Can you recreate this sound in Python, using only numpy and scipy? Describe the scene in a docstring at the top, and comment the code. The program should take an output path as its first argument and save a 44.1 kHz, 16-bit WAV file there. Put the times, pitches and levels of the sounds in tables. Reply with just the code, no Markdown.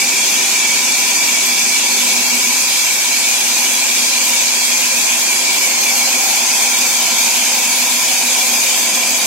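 """A loud, fluttering hiss of sawdust and a steely whine: a big band saw rips steadily through a timber slab.
It stands in a tin-roofed shed, a couple of metres from a hand-held phone. Irregular tooth bites are random
clicks that ring the steel band (the whine) and the slab (a hollow drone); filtered clicks make the spray,
swinging with the band wheels. The guides sing thinly, and the drive hums and rumbles through the frame."""
import sys
import numpy as np
from scipy import signal
from scipy.fft import rfft, irfft, next_fast_len
from scipy.io import wavfile
from scipy.ndimage import uniform_filter1d, map_coordinates

SR = 44100
rng = np.random.default_rng(int(sys.argv[2]) if len(sys.argv) > 2 else 0)


def int16_out(signal):
    """Quantize to a 16-bit WAV file."""
    q = np.round(np.clip(np.atleast_2d(signal).T, -1, 1) * 32767)
    wavfile.write(sys.argv[1], SR, q.astype(np.int16))


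N = 408366
TIME = np.arange(N) / SR  # s
SIZE = next_fast_len(N, True)
FREQ = np.maximum(np.arange(SIZE // 2 + 1) * SR / SIZE, 1)  # Hz
BELT_HZ = 7.1  # rounds of the drive belt a second


def undb(db):
    """Decibels to gain."""
    return 10 ** (np.asarray(db) / 20)


def unit(x):
    """Scale to rms 1."""
    return x / np.sqrt(np.mean(x ** 2))


def curve(table):
    """Join (time, value) points with straight lines, sample by sample."""
    s, value = np.transpose(table)
    return np.interp(TIME, s, value)


def outline(points):
    """Join (frequency, value) points on a log-frequency axis."""
    hz, value = np.transpose(points)
    return np.interp(np.log(FREQ), np.log(hz), value)


def fed(start, per_s):
    """A level or pitch that drifts evenly as the slab is fed through."""
    return start + per_s * TIME


def bumps(table):
    """A smooth rise and fall in dB for each row, summed."""
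    return sum(db * np.exp(-(2 * (TIME - s) / length) ** 2) for s, length, db in table)


def walk(rate):
    """Slow chance: random levels, `rate` a second, joined smoothly and scaled to rms 1."""
    points = rng.standard_normal(size=1024)
    joined = np.interp(TIME * rate, np.arange(len(points)), points)
    return unit(uniform_filter1d(joined, int(SR / rate / 2)))


def filtered(x, gain):
    """Filter by a gain for each frequency."""
    return irfft(rfft(x, SIZE) * gain, SIZE)[..., :N]


def shape(x, gain):
    """Filter, then scale to rms 1."""
    return unit(filtered(x, gain))


def above(hz, order):
    """Gain of a high-pass."""
    return 1 / (1 + (hz / FREQ) ** order)


def resonances(modes):
    """Gain of steep-sided modes whose powers add; each is halved one width away from its centre."""
    power = 0
    for hz, width, db in modes:
        away = (FREQ - hz * hz / FREQ) / (2 * width)
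        power = power + undb(2 * db) / (1 + away ** 2) ** 2
    return np.sqrt(power)


def bend(paths, pitch):
    """Move the pitch by a ratio that changes over time."""
    place = [N - 1 - np.cumsum(pitch[::-1])[::-1]]
    return np.array([map_coordinates(path, place, order=1, mode="mirror") for path in paths])


# thick churn of belts and wheels: (frequency [Hz], relative level per Hz [dB])
CHURN_SPECTRUM = [(25, -57), (50, -44), (75, -25), (100, -29), (150, -8), (220, 5), (400, -4), (465, -11),
                  (600, 3), (1000, 8.5), (1120, 1.5), (1300, 0), (2000, 2), (3500, -19)]
# frame resonances: (frequency [Hz], half width [Hz], relative level [dB])
FRAME_MODES = [(171, 23, -11), (208, 24, -4), (243, 22, 0), (291, 40, -4), (383, 40, -1)]
# fader of the drive's rumble: (time [s], level [dB])
RUMBLE_LEVEL = [(0, -35), (2.55, -37.5), (2.68, -41.5), (3.4, -39), (4.9, -40.5), (5.6, -36.5),
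                (7.4, -39.5), (8.5, -39), (9.0, -36)]
# hum lines, whole belt rates apart: (frequency [Hz], relative level [dB])
HUM_TONES = [(237.7, -4), (244.8, 0), (259.0, -12)]
# fader of the hum, which builds up, drops away and comes back: (time [s], level [dB])
HUM_LEVEL = [(0, -42), (1.0, -46), (1.9, -38.5), (2.55, -33.5), (2.66, -61), (3.15, -45), (3.6, -39),
             (5.15, -40.5), (5.4, -56), (5.75, -40), (6.2, -42.5), (8.4, -38.5), (8.6, -36), (9.26, -43)]


def drive():
    """Wheels and belts shake the frame: beating sines, resonant noise and a broad churning."""
    clock = TIME - 0.083  # the belt first shakes the frame here, s
    drift = 0.6 * walk(4)
    lines = 0
    # the lines drift together and beat once for each round of the belt
    for hz, db in HUM_TONES:
        phase = 2 * np.pi * hz * clock + drift + 0.45 * walk(5)
        lines = lines + undb(db) * np.sin(phase)
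    direct_only = np.array([[1], [0], [0]])
    hum = unit(lines) * undb(curve(HUM_LEVEL) + walk(6.6)) * direct_only

    belt = np.cos(2 * np.pi * BELT_HZ * clock)
    shaking = rng.standard_normal((3, N))
    # the same noise backwards keeps rumble and churn from moving as one
    rumble = shape(shaking[:, ::-1], resonances(FRAME_MODES))
    rumble = rumble * undb(curve(RUMBLE_LEVEL) + 0.37 * belt)
    churn = shape(shaking, undb(outline(CHURN_SPECTRUM))) * undb(-32.5)
    return hum + rumble + churn


# thin tones of the band rubbing in its guides, ahead of the left and right trim:
# (start [s], end [s], frequency [Hz], level [dB])
GUIDE_TONES = [(0, 1.0, 2155, -38), (0, 5.5, 1845, -45), (3.2, 5.6, 1630, -44), (4.6, 9.6, 2136, -37),
               (5.9, 7.3, 1380, -41), (7.0, 8.2, 1605, -44)]


def guides():
    """The band brushes its guides and sings in thin, unsteady tones: narrow slices of noise."""
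    out, rubbing = 0, rfft(rng.standard_normal((2, SIZE)))
    for start, end, hz, db in GUIDE_TONES:
        swell = np.clip(np.minimum(TIME - start, end - TIME) / 0.13, 0, 1)
        tone = unit(irfft(rubbing * resonances([(hz, 9, 0)]), SIZE)[:, :N])
        out = out + swell * undb(db) * tone
    left_right_db = np.array([[-1.5], [1.2]])
    return out * undb(left_right_db)


def bites(per_second):
    """Fibres snapping under the teeth: dense clicks of uneven size, along one direct and two scattered paths."""
    struck = rng.random((3, N)) < per_second / SR
    return struck * rng.standard_normal((3, N))


# slab and saw table resonances, which shift their weight along the cut:
# (frequency [Hz], half width [Hz], relative level at the start [dB], relative level at the end [dB])
SLAB_MODES = [(510, 20, -7.5, -3.5), (537, 12, -3.5, -1), (670, 24, -6.5, -1.5), (730, 22, -15, -6),
              (768, 8, -6, -4), (795, 6, 3.5, -3), (815, 14, -10, -5), (868, 24, -5, -3.5), (925, 8, -6, 4),
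              (972, 9, 2.5, 0.5), (999, 8, 2.5, 2), (1030, 30, -7, -5), (1050, 5, -10, 2.5),
              (1625, 25, -11, -12)]
# fader of the drone, with a brief dip: (time [s], level [dB])
DRONE_LEVEL = [(0, -31.5), (2.5, -31), (2.75, -34.5), (3.5, -32), (5.2, -31.5), (9.26, -31)]
# modes of the slab's loose half, tuned as at the boom's peak: (frequency [Hz], half width [Hz], relative level [dB])
BOOM_MODES = [(768, 8, 6), (802, 13, 5), (745, 40, -4), (670, 16, -1), (860, 45, -6), (1076, 13, -2)]
# fader of the loose half, which booms as the cut lengthens: (time [s], level [dB])
BOOM_LEVEL = [(0, -60), (4.8, -52), (5.5, -40), (5.9, -32), (6.3, -30), (6.7, -33), (7.7, -39), (8.4, -34),
              (9.26, -43)]


def slab():
    """The teeth also knock the timber and the table under it; the loose half booms lower as it lengthens."""
    knocks, along = bites(9000), TIME / TIME[-1]
    early = filtered(knocks, resonances([(hz, width, db) for hz, width, db, _ in SLAB_MODES]))
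    late = filtered(knocks, resonances([(hz, width, db) for hz, width, _, db in SLAB_MODES]))
    drone = unit(early * (1 - along) + late * along)
    peak_s, sag_per_s = 6.3, 0.016  # the pitch sinks by this share each second
    boom = bend(shape(knocks, resonances(BOOM_MODES)), 1 - sag_per_s * (TIME - peak_s))
    return drone * undb(curve(DRONE_LEVEL)) + boom * undb(curve(BOOM_LEVEL))


# brief surges of the hiss and the higher rings: (middle [s], length [s], rise [dB])
LOAD_SURGES = [(0.3, 0.45, 0), (1.27, 0.14, 0.8), (2.8, 0.13, 0.6), (4.37, 0.39, 0.6), (4.71, 0.11, 0.8),
               (6.55, 0.15, 0.5), (7.22, 0.13, 0.9)]


def tooth_load(wheel_db, double_db, loop_db, grain_db):
    """Tooth load in dB swings with wheel run-out and with the uneven set along the band, and surges in hard grain."""
    wheel_hz, loop_hz = 12, 3.3  # turns a second of the wheels and of the whole band
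    turned = TIME + 0.03 * walk(1.5)
    wheel = 2 * np.pi * wheel_hz * turned
    run_out = wheel_db * np.sin(wheel) + double_db * np.sin(2 * wheel)
    tooth_set = 0
    for k in range(1, 9):
        tooth_set = tooth_set + np.cos(2 * np.pi * (k * loop_hz * turned + rng.random()))
    return run_out + loop_db * unit(tooth_set) + grain_db * walk(9) + bumps(LOAD_SURGES)


# colour of the sawdust spray, ahead of its low cut: (frequency [Hz], relative level per Hz [dB])
SPRAY_SPECTRUM = [(500, -27), (1200, -12), (2050, -4.5), (2900, -0.5), (3380, 1), (3900, 0), (4900, 3),
                  (5900, 1.5), (7600, 3.5), (9300, -3.5), (11000, -5), (12700, -7), (14800, -15),
                  (15700, -13.5)]


def sawdust(load_db):
    """Chips and air shoot from the kerf as filtered clicks; the finest dust fizzes more as the cut goes on."""
    spray = shape(bites(40000), undb(outline(SPRAY_SPECTRUM)) * above(400, order=4))
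    finest = filtered(spray, above(11200, order=12))
    fizz_db = fed(start=-0.4, per_s=0.38) + 1.2 * walk(22)
    spray = spray - finest + finest * undb(fizz_db)
    return spray * undb(fed(start=-14.5, per_s=-0.028) + load_db)


# bending across the band's width; lengthwise waves crowd above each cut-on:
# (cut-on [Hz], spread [Hz], level against the whine [dB])
BAND_CLUSTERS = [(2232, 570, 0), (6024, 960, 2), (11580, 780, -10.5)]
# narrow higher rings of the steel: (frequency [Hz], half width [Hz], relative level [dB])
BAND_OVERTONES = [(3270, 70, -6), (3400, 60, -5), (4300, 60, -6.5), (6420, 90, 0), (6950, 70, -4.5),
                  (9120, 120, -12), (13850, 130, -18)]
# the lowest ring flares up: (middle [s], length [s], rise [dB])
RING_FLARES = [(0.75, 0.26, 6), (5.57, 0.42, 4.5)]
# each round of the belt swings the lowest ring's pull, most in mid-cut: (time [s], swing [Hz])
BELT_SWING = [(0, 25), (3, 40), (4.6, 95), (7.3, 90), (9.26, 35)]


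def blade(load_db):
    """The steel band rings in clusters that start sharply at each cut-on and thin out above it."""
    slack_hz, ring_half_width_hz, wander_hz = 2274, 30, 55
    belt = np.cos(2 * np.pi * BELT_HZ * (TIME - 0.062))  # first tug at 0.062 s
    flare_db = bumps(RING_FLARES)
    # tension pulls the lowest ring sharp, never below its slack pitch; in a flare it settles towards it
    pull_hz = fed(start=42, per_s=9) + curve(BELT_SWING) * belt + wander_hz * walk(6)
    pitch = 1 + np.maximum(pull_hz, 0) * undb(-2 * flare_db) / slack_hz
    ring = shape(bites(9000), resonances([(slack_hz, ring_half_width_hz, 0)]))
    out = bend(ring, pitch) * undb(fed(start=-26, per_s=-0.36) + flare_db)

    teeth, whine_db = bites(20000), fed(start=-23.5, per_s=-0.21)
    for order, (cut_on, spread, db) in enumerate(BAND_CLUSTERS):
        beyond = FREQ - cut_on
        onset = 1 + np.tanh(beyond / (0.0021 * cut_on))
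        power = onset / (1 + (beyond / spread) ** 2) ** 2.76
        if order == 0:  # damped by the kerf, it pulses with the belt
            level_db = whine_db + 0.4 * belt
        else:  # the higher clusters follow the tooth load
            level_db = np.mean(whine_db) + load_db
        out = out + shape(teeth, np.sqrt(power)) * undb(level_db + db)
    overtones = shape(bites(9000), resonances(BAND_OVERTONES))
    return out + overtones * undb(-30.5 + load_db)


# how deeply whine and hiss flicker, ahead of evening out each band: (frequency [Hz], largest swing [dB])
FLICKER_DEPTH = [(2300, 1.5), (2600, 3), (2900, 5), (4200, 5.3), (4800, 3.3), (6400, 2.5), (8000, 3),
                 (9200, 5.5)]
# reflections hollow out (or lift) the sound at pitches that shift as the phone moves;
# one track each, its depth wavering: (time [s], centre [Hz], nominal gain [dB])
HOLLOW_TRACKS = [
    [(0, 3080, -9), (2.3, 3000, -11), (3.6, 3000, -2), (4.8, 2980, -8), (5.7, 3080, -5), (6.4, 2880, -9),
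     (9.26, 2880, -2)],
    [(0, 4100, -7), (1.1, 3950, -11), (2.2, 3700, -1), (4.6, 3630, -5), (5.4, 3720, -4), (6.2, 3830, -10),
     (7.3, 4020, -8), (8.5, 4130, -13)],
    [(0, 5700, 5), (5.8, 5760, -3), (6.7, 5680, -2), (8.4, 5560, -7)],
]


def flicker(paths, band_hz, hold_s):
    """Narrow bands swell and fade on their own, and reflections' hollows drift through them."""
    size, hop = 1024, 512
    hz, s, spectra = signal.stft(paths, SR, nperseg=size)
    field = rng.standard_normal(spectra.shape[1:])
    bins, frames = int(band_hz * size / SR), int(hold_s * SR / hop)
    blur = np.outer(np.hanning(2 * bins + 1), np.hanning(2 * frames + 1))
    field = np.tanh(unit(signal.fftconvolve(field, blur, "same")))
    depth_db = np.interp(hz, *np.transpose(FLICKER_DEPTH))[:, None]
    gain = undb(depth_db * field)
    gain = gain / np.sqrt(np.mean(gain ** 2, axis=1, keepdims=True))  # each band keeps its power
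    half_width_hz, waver = 95, 0.7  # waver: share by which the depth varies
    for track in HOLLOW_TRACKS:
        when, centre, db = np.transpose(track)
        away = (hz[:, None] - np.interp(s, when, centre)) / half_width_hz
        gain = gain * undb(np.interp(s, when, db) * np.exp(-away ** 2) * (1 - waver * field))
    return signal.istft(spectra * gain)[1][:, :N]


# the phone turns a little: (time [s], lag of the left microphone [samples])
LEFT_LAG = [(0, 0.71), (1, 1.7), (3, 2.8), (5.6, 3.3), (6.5, 1.7), (9.26, 0.45)]
# direct sound, the same at both microphones: (frequency [Hz], share of the power [0-1])
DIRECT_SHARE = [(40, .5), (80, .6), (150, 0.96), (300, 1), (700, 0.93), (1200, 0.57), (1600, 0.71),
                (1900, 0.25), (2280, 0.9), (2480, 0.72), (2700, 0.46), (3000, 0.14), (3400, 0.27),
                (3800, 0.058), (15000, 0.1)]
# stereo balance: (frequency [Hz], left minus right [dB])
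STEREO_BALANCE = [(60, 0), (150, -4), (400, -7), (900, -3.5), (1900, -4), (2250, -0.5), (2700, 0),
                  (4000, 0), (5000, 3), (6300, 0), (8500, -1.5), (12000, 1)]


def ports(paths):
    """The direct path reaches both microphones; the shed's scattered sound differs at each and rules the treble."""
    lagged = np.arange(N) - curve(LEFT_LAG)
    left = map_coordinates(paths[0], [lagged], order=3, mode="mirror")
    direct = np.array([left, paths[0]])
    share = np.clip(outline(DIRECT_SHARE), 0, 1)
    balance = undb(outline(STEREO_BALANCE) * np.array([[1], [-1]]) / 2)
    balance = balance / np.sqrt(np.mean(balance ** 2, axis=0))
    scattered = filtered(paths[1:], balance * np.sqrt(1 - share))
    return filtered(direct, balance * np.sqrt(share)) + scattered


def scene():
    """One tooth load drives blade and sawdust together, over slab, drive and guides."""
    load_db = tooth_load(wheel_db=0.24, double_db=0.15, loop_db=0.22, grain_db=0.12)
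    saw = flicker(blade(load_db) + sawdust(load_db), band_hz=135, hold_s=0.05)
    return ports(saw + slab() + drive()) + guides()


def record(dry):
    """The phone rounds the rare highest peaks and cuts the top."""
    ceiling, top_hz = 0.82, 15750
    rounded = dry / (1 + (dry / ceiling) ** 22) ** (1 / 22)
    return signal.sosfilt(signal.ellip(12, .1, 80, top_hz, fs=SR, output="sos"), rounded)


dry = scene()
out = record(dry)
int16_out(out)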